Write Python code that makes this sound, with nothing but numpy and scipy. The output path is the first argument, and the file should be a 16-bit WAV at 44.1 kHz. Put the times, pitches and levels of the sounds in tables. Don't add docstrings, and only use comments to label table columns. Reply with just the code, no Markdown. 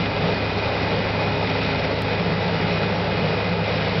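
import sys
import numpy as np
from scipy import signal
from scipy.fft import rfft, irfft, next_fast_len
from scipy.io import wavfile
from scipy.ndimage import uniform_filter1d, map_coordinates

SR = 44100
rng = np.random.default_rng(int(sys.argv[2]) if len(sys.argv) > 2 else 0)


def bounce(signal):
    frames = np.transpose(np.atleast_2d(signal))
    limited = np.clip(frames, -1, 1)
    pcm = np.round(limited * 32767).astype(np.int16)
    wavfile.write(sys.argv[1], SR, pcm)


N = 176400
CYCLE_HZ = 17.295


def amp(db):
    return 10 ** (np.asarray(db) / 20)


def unit(x):
    return x / np.sqrt(np.mean(x ** 2) + 1e-20)


def curve(rows):
    return np.interp(np.arange(N) / SR, *np.transpose(rows))


def wobble(rate):
    return map_coordinates(rng.standard_normal(int(N * rate / SR) + 4), [np.arange(N) * rate / SR])


def filtered(x, response):
    size = next_fast_len(N + SR // 2)
    return irfft(rfft(x, size) * response(np.fft.rfftfreq(size, 1 / SR)), size)[:N]


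def coloured(x, spectrum):
    hz, db = np.transpose(spectrum)
    return unit(filtered(x, lambda f: amp(np.interp(np.log(f + 1), np.log(hz), db))))


def patchy(patchy_db):
    hiss = signal.stft(rng.standard_normal(N), nperseg=512)[2]
    patches = uniform_filter1d(rng.standard_normal(hiss.shape), size=5, axis=0)
    patches = uniform_filter1d(patches, size=12, axis=1)
    return signal.istft(hiss * amp(patchy_db * unit(patches)), nperseg=512)[1][:N]


def turns(hz):
    # t/s, share of normal speed
    speed = [(0, 1.001), (.5, .998), (.85, 1.0), (1.35, .999), (1.7, 1.0004), (2.05, .9995), (2.7, 1.002),
             (2.92, 1.0), (3.1, 1.002), (3.4, 1.0005), (3.65, .9985), (4, .998)]
    return hz * np.cumsum(curve(speed)) / SR


def tone(hz, flutter):
    slow = wobble(5.004) + 1j * wobble(5)
    fast = wobble(30) + 1j * wobble(30)
    sway = 1 + flutter * (slow + .5 * fast)
    spin = np.exp(2j * np.pi * (turns(hz) + rng.random()))
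    return unit(np.real(sway * spin))


def exhaust():
    tones = {6: -31, 7: -51, 9: -38, 11: -39.5, 12: -43, 13: -50, 18: -45.5, 24: -41, 48: -45.5, 51: -50}
    return sum(amp(db) * tone(k * CYCLE_HZ, flutter=.08 if k == 6 else .3) for k, db in tones.items())


def knock(cylinders=6, level_db=-33.5, decay_s=.014, uneven_db=2, repeat_share=.7):
    # f/Hz, relative level/dB
    spectrum = [(100, -21.5), (330, -8), (470, 3.5), (850, 1), (1100, -6), (1450, -1), (1750, -4.5),
                (2000, -3), (2500, -4), (3100, -8), (4000, -9), (5100, -12), (6100, -43)]
    cycle = turns(CYCLE_HZ) % 1
    period = int(SR / CYCLE_HZ)
    repeating = map_coordinates(rng.standard_normal(period), [cycle * (period - 1)])
    noise = np.sqrt(repeat_share) * repeating + np.sqrt(1 - repeat_share) * rng.standard_normal(N)
    cylinder, since_firing = np.divmod(cycle * cylinders, 1)
    strength = amp(uneven_db * np.cos(2 * np.pi * cylinder / cylinders))
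    fade = np.exp(-since_firing / (cylinders * CYCLE_HZ * decay_s))
    return amp(level_db) * coloured(noise * strength * fade, spectrum)


def pump(piston_hz=412.8):
    tones = {1: -48.5, 2: -50.5, 4: -49.5, 5: -47.5, 7: -47, 8: -53}
    # t/s, level/dB
    whistle_level = [(0, -41), (.3, -40), (.9, -38.5), (1.02, -42), (1.2, -36), (1.85, -40), (2.02, -53),
                     (2.15, -35.5), (2.45, -55), (2.8, -35.5), (3.03, -44.5), (3.42, -37), (4, -47.5)]
    whine = sum(amp(db) * tone(k * piston_hz, flutter=.39) for k, db in tones.items())
    return whine + amp(curve(whistle_level)) * tone(6 * piston_hz, flutter=.09)


def spinning_parts(fan_hz=264.5, drive_hz=494.3):
    pitches = [74, 47.8, 95.6, 1970.5, 2053, 3853]
    levels = [-39.5, -47.5, -45.5, -46.5, -56, -53.5]
    # t/s, level/dB
    fan_level = [(0, -40.5), (.7, -41.5), (1.6, -34.5), (2.3, -44), (3, -50.5), (4, -49)]
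    # t/s, level/dB
    drive_level = [(0, -54), (2.7, -44), (3.1, -37.5), (4, -35)]
    fan = tone(fan_hz, flutter=.12) + amp(-7.5) * tone(2 * fan_hz, flutter=.4)
    others = sum(amp(db) * tone(hz, flutter=.12 if hz < 100 else .6) for hz, db in zip(pitches, levels))
    drive = tone(drive_hz, flutter=.3)
    return amp(curve(fan_level)) * fan + amp(curve(drive_level)) * drive + others


def body(boom_hz=167.4, width_hz=45.5, drone_hz=172, throb_hz=13.2, throb_depth=.6):
    # f/Hz, relative level/dB
    rumble_spectrum = [(20, -12.5), (45, -7.5), (85, -1), (125, 1.5), (230, 0), (290, 2), (350, -14.5),
                       (600, -41.5)]
    # t/s, level/dB
    rumble_level = [(0, -32.5), (.5, -32.5), (1.9, -34), (2.6, -35.5), (3.6, -38.5), (4, -32.5)]
    # t/s, level/dB
    boom_level = [(0, -42), (.24, -27), (.5, -37.5), (.95, -31), (1.2, -29.5), (2.05, -36.5), (2.3, -30.5),
                  (2.75, -29.5), (3.1, -29), (3.25, -26.5), (3.5, -32.5), (4, -29.5)]
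    # t/s, level/dB
    drone_level = [(0, -24), (.17, -46), (.25, -26), (.36, -55), (2.1, -45.5), (2.18, -31), (2.75, -29.5),
                   (2.92, -53), (3.3, -36), (3.48, -28), (3.7, -35), (4, -35)]
    resonance = lambda f: (1j * f * width_hz / (boom_hz ** 2 - f * f + 1j * f * width_hz)) ** 2
    ringing = unit(filtered(rng.standard_normal(N), resonance))
    swell = np.sqrt(np.abs(uniform_filter1d(ringing ** 2, size=4000)) + 1e-6)
    boom = amp(curve(boom_level)) * ringing / swell
    rumble = amp(curve(rumble_level)) * coloured(rng.standard_normal(N), rumble_spectrum)
    throb = 1 + throb_depth * np.sin(2 * np.pi * (turns(throb_hz) + .29 * wobble(5)))
    drone = amp(curve(drone_level)) * throb * tone(drone_hz, flutter=.12)
    return rumble + boom + drone


def sieve_belts(stones_per_s=220, tick_decay_s=.0015, slat_hz=14.2):
    # f/Hz, relative level/dB
    roar_spectrum = [(100, -27), (260, -13.5), (340, -8.5), (410, 0), (500, 0.5), (620, -2), (740, -6),
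                     (850, -3), (1050, -12), (1500, -14), (3000, -26), (6000, -53.5)]
    # t/s, relative level/dB
    roar_level = [(0, -31), (.25, -26), (.55, -29), (.8, -27), (1.1, -27), (1.6, -27.5), (2.1, -28.5),
                  (2.7, -27.5), (3.4, -27.5), (3.58, -30), (3.7, -28), (4, -28.5)]
    # f/Hz, relative level/dB
    rattle_spectrum = [(300, -26.5), (900, -3.5), (1300, 0), (1800, -2), (2050, 4), (2200, 2), (2520, 3.5),
                       (2750, -2.5), (3100, -4.5), (3800, -1.5), (4400, -5.5), (5000, -7.5), (5600, -13),
                       (6200, -55.5)]
    # t/s, relative level/dB
    rattle_level = [(0.0, -29), (0.05, -27), (0.08, -31.5), (0.34, -28.5), (0.36, -31), (0.77, -28.5),
                    (1.39, -30), (1.67, -27.5), (1.83, -30.5), (1.84, -25.5), (1.88, -30.5), (2.9, -29),
                    (2.91, -31), (3.42, -29.5), (3.6, -34), (3.69, -27.5), (3.99, -29), (4.0, -31)]
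    roar = amp(curve(roar_level) + 1) * coloured(patchy(patchy_db=.62), roar_spectrum)
    hits = (rng.random(N) < stones_per_s / SR) * amp(3 * rng.standard_normal(N))
    fade = np.exp(-np.arange(SR // 20) / SR / tick_decay_s)
    ticks = signal.fftconvolve(hits, fade)[:N] * rng.standard_normal(N)
    chains = amp(-3) * coloured(patchy(patchy_db=1.0), rattle_spectrum)
    stones = amp(-10) * coloured(ticks, rattle_spectrum)
    rattle = amp(curve(rattle_level)) * (chains + stones)
    slats_db = .67 * np.sin(2 * np.pi * turns(slat_hz))
    churn_db = .37 * wobble(30)
    return amp(slats_db + churn_db) * (roar + rattle)


def chirps(pitch_hz=5480, width_s=.018):
    # t/s, level/dB
    peaks = [(1.5, -52), (2.73, -44), (2.96, -48)]
    t = np.arange(N) / SR
    swells = sum(amp(db) * np.exp(-((t - peak_s) / width_s) ** 2) for peak_s, db in peaks)
    return swells * tone(pitch_hz, flutter=.15)


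def click(start_s=2.021, level_db=-18.5, decay_s=.0002):
    t = np.arange(N) / SR - start_s
    return amp(level_db) * (t >= 0) * np.exp(-np.abs(t) / decay_s)


def scene():
    return (exhaust() + knock() + pump() + spinning_parts() + body() + sieve_belts() + chirps())[None]


def record(dry):
    dull = filtered(dry[0], lambda hz: hz < 6200)
    return filtered(dull + click(), lambda hz: hz < 15800)[None]


dry = scene()
out = record(dry)
bounce(out)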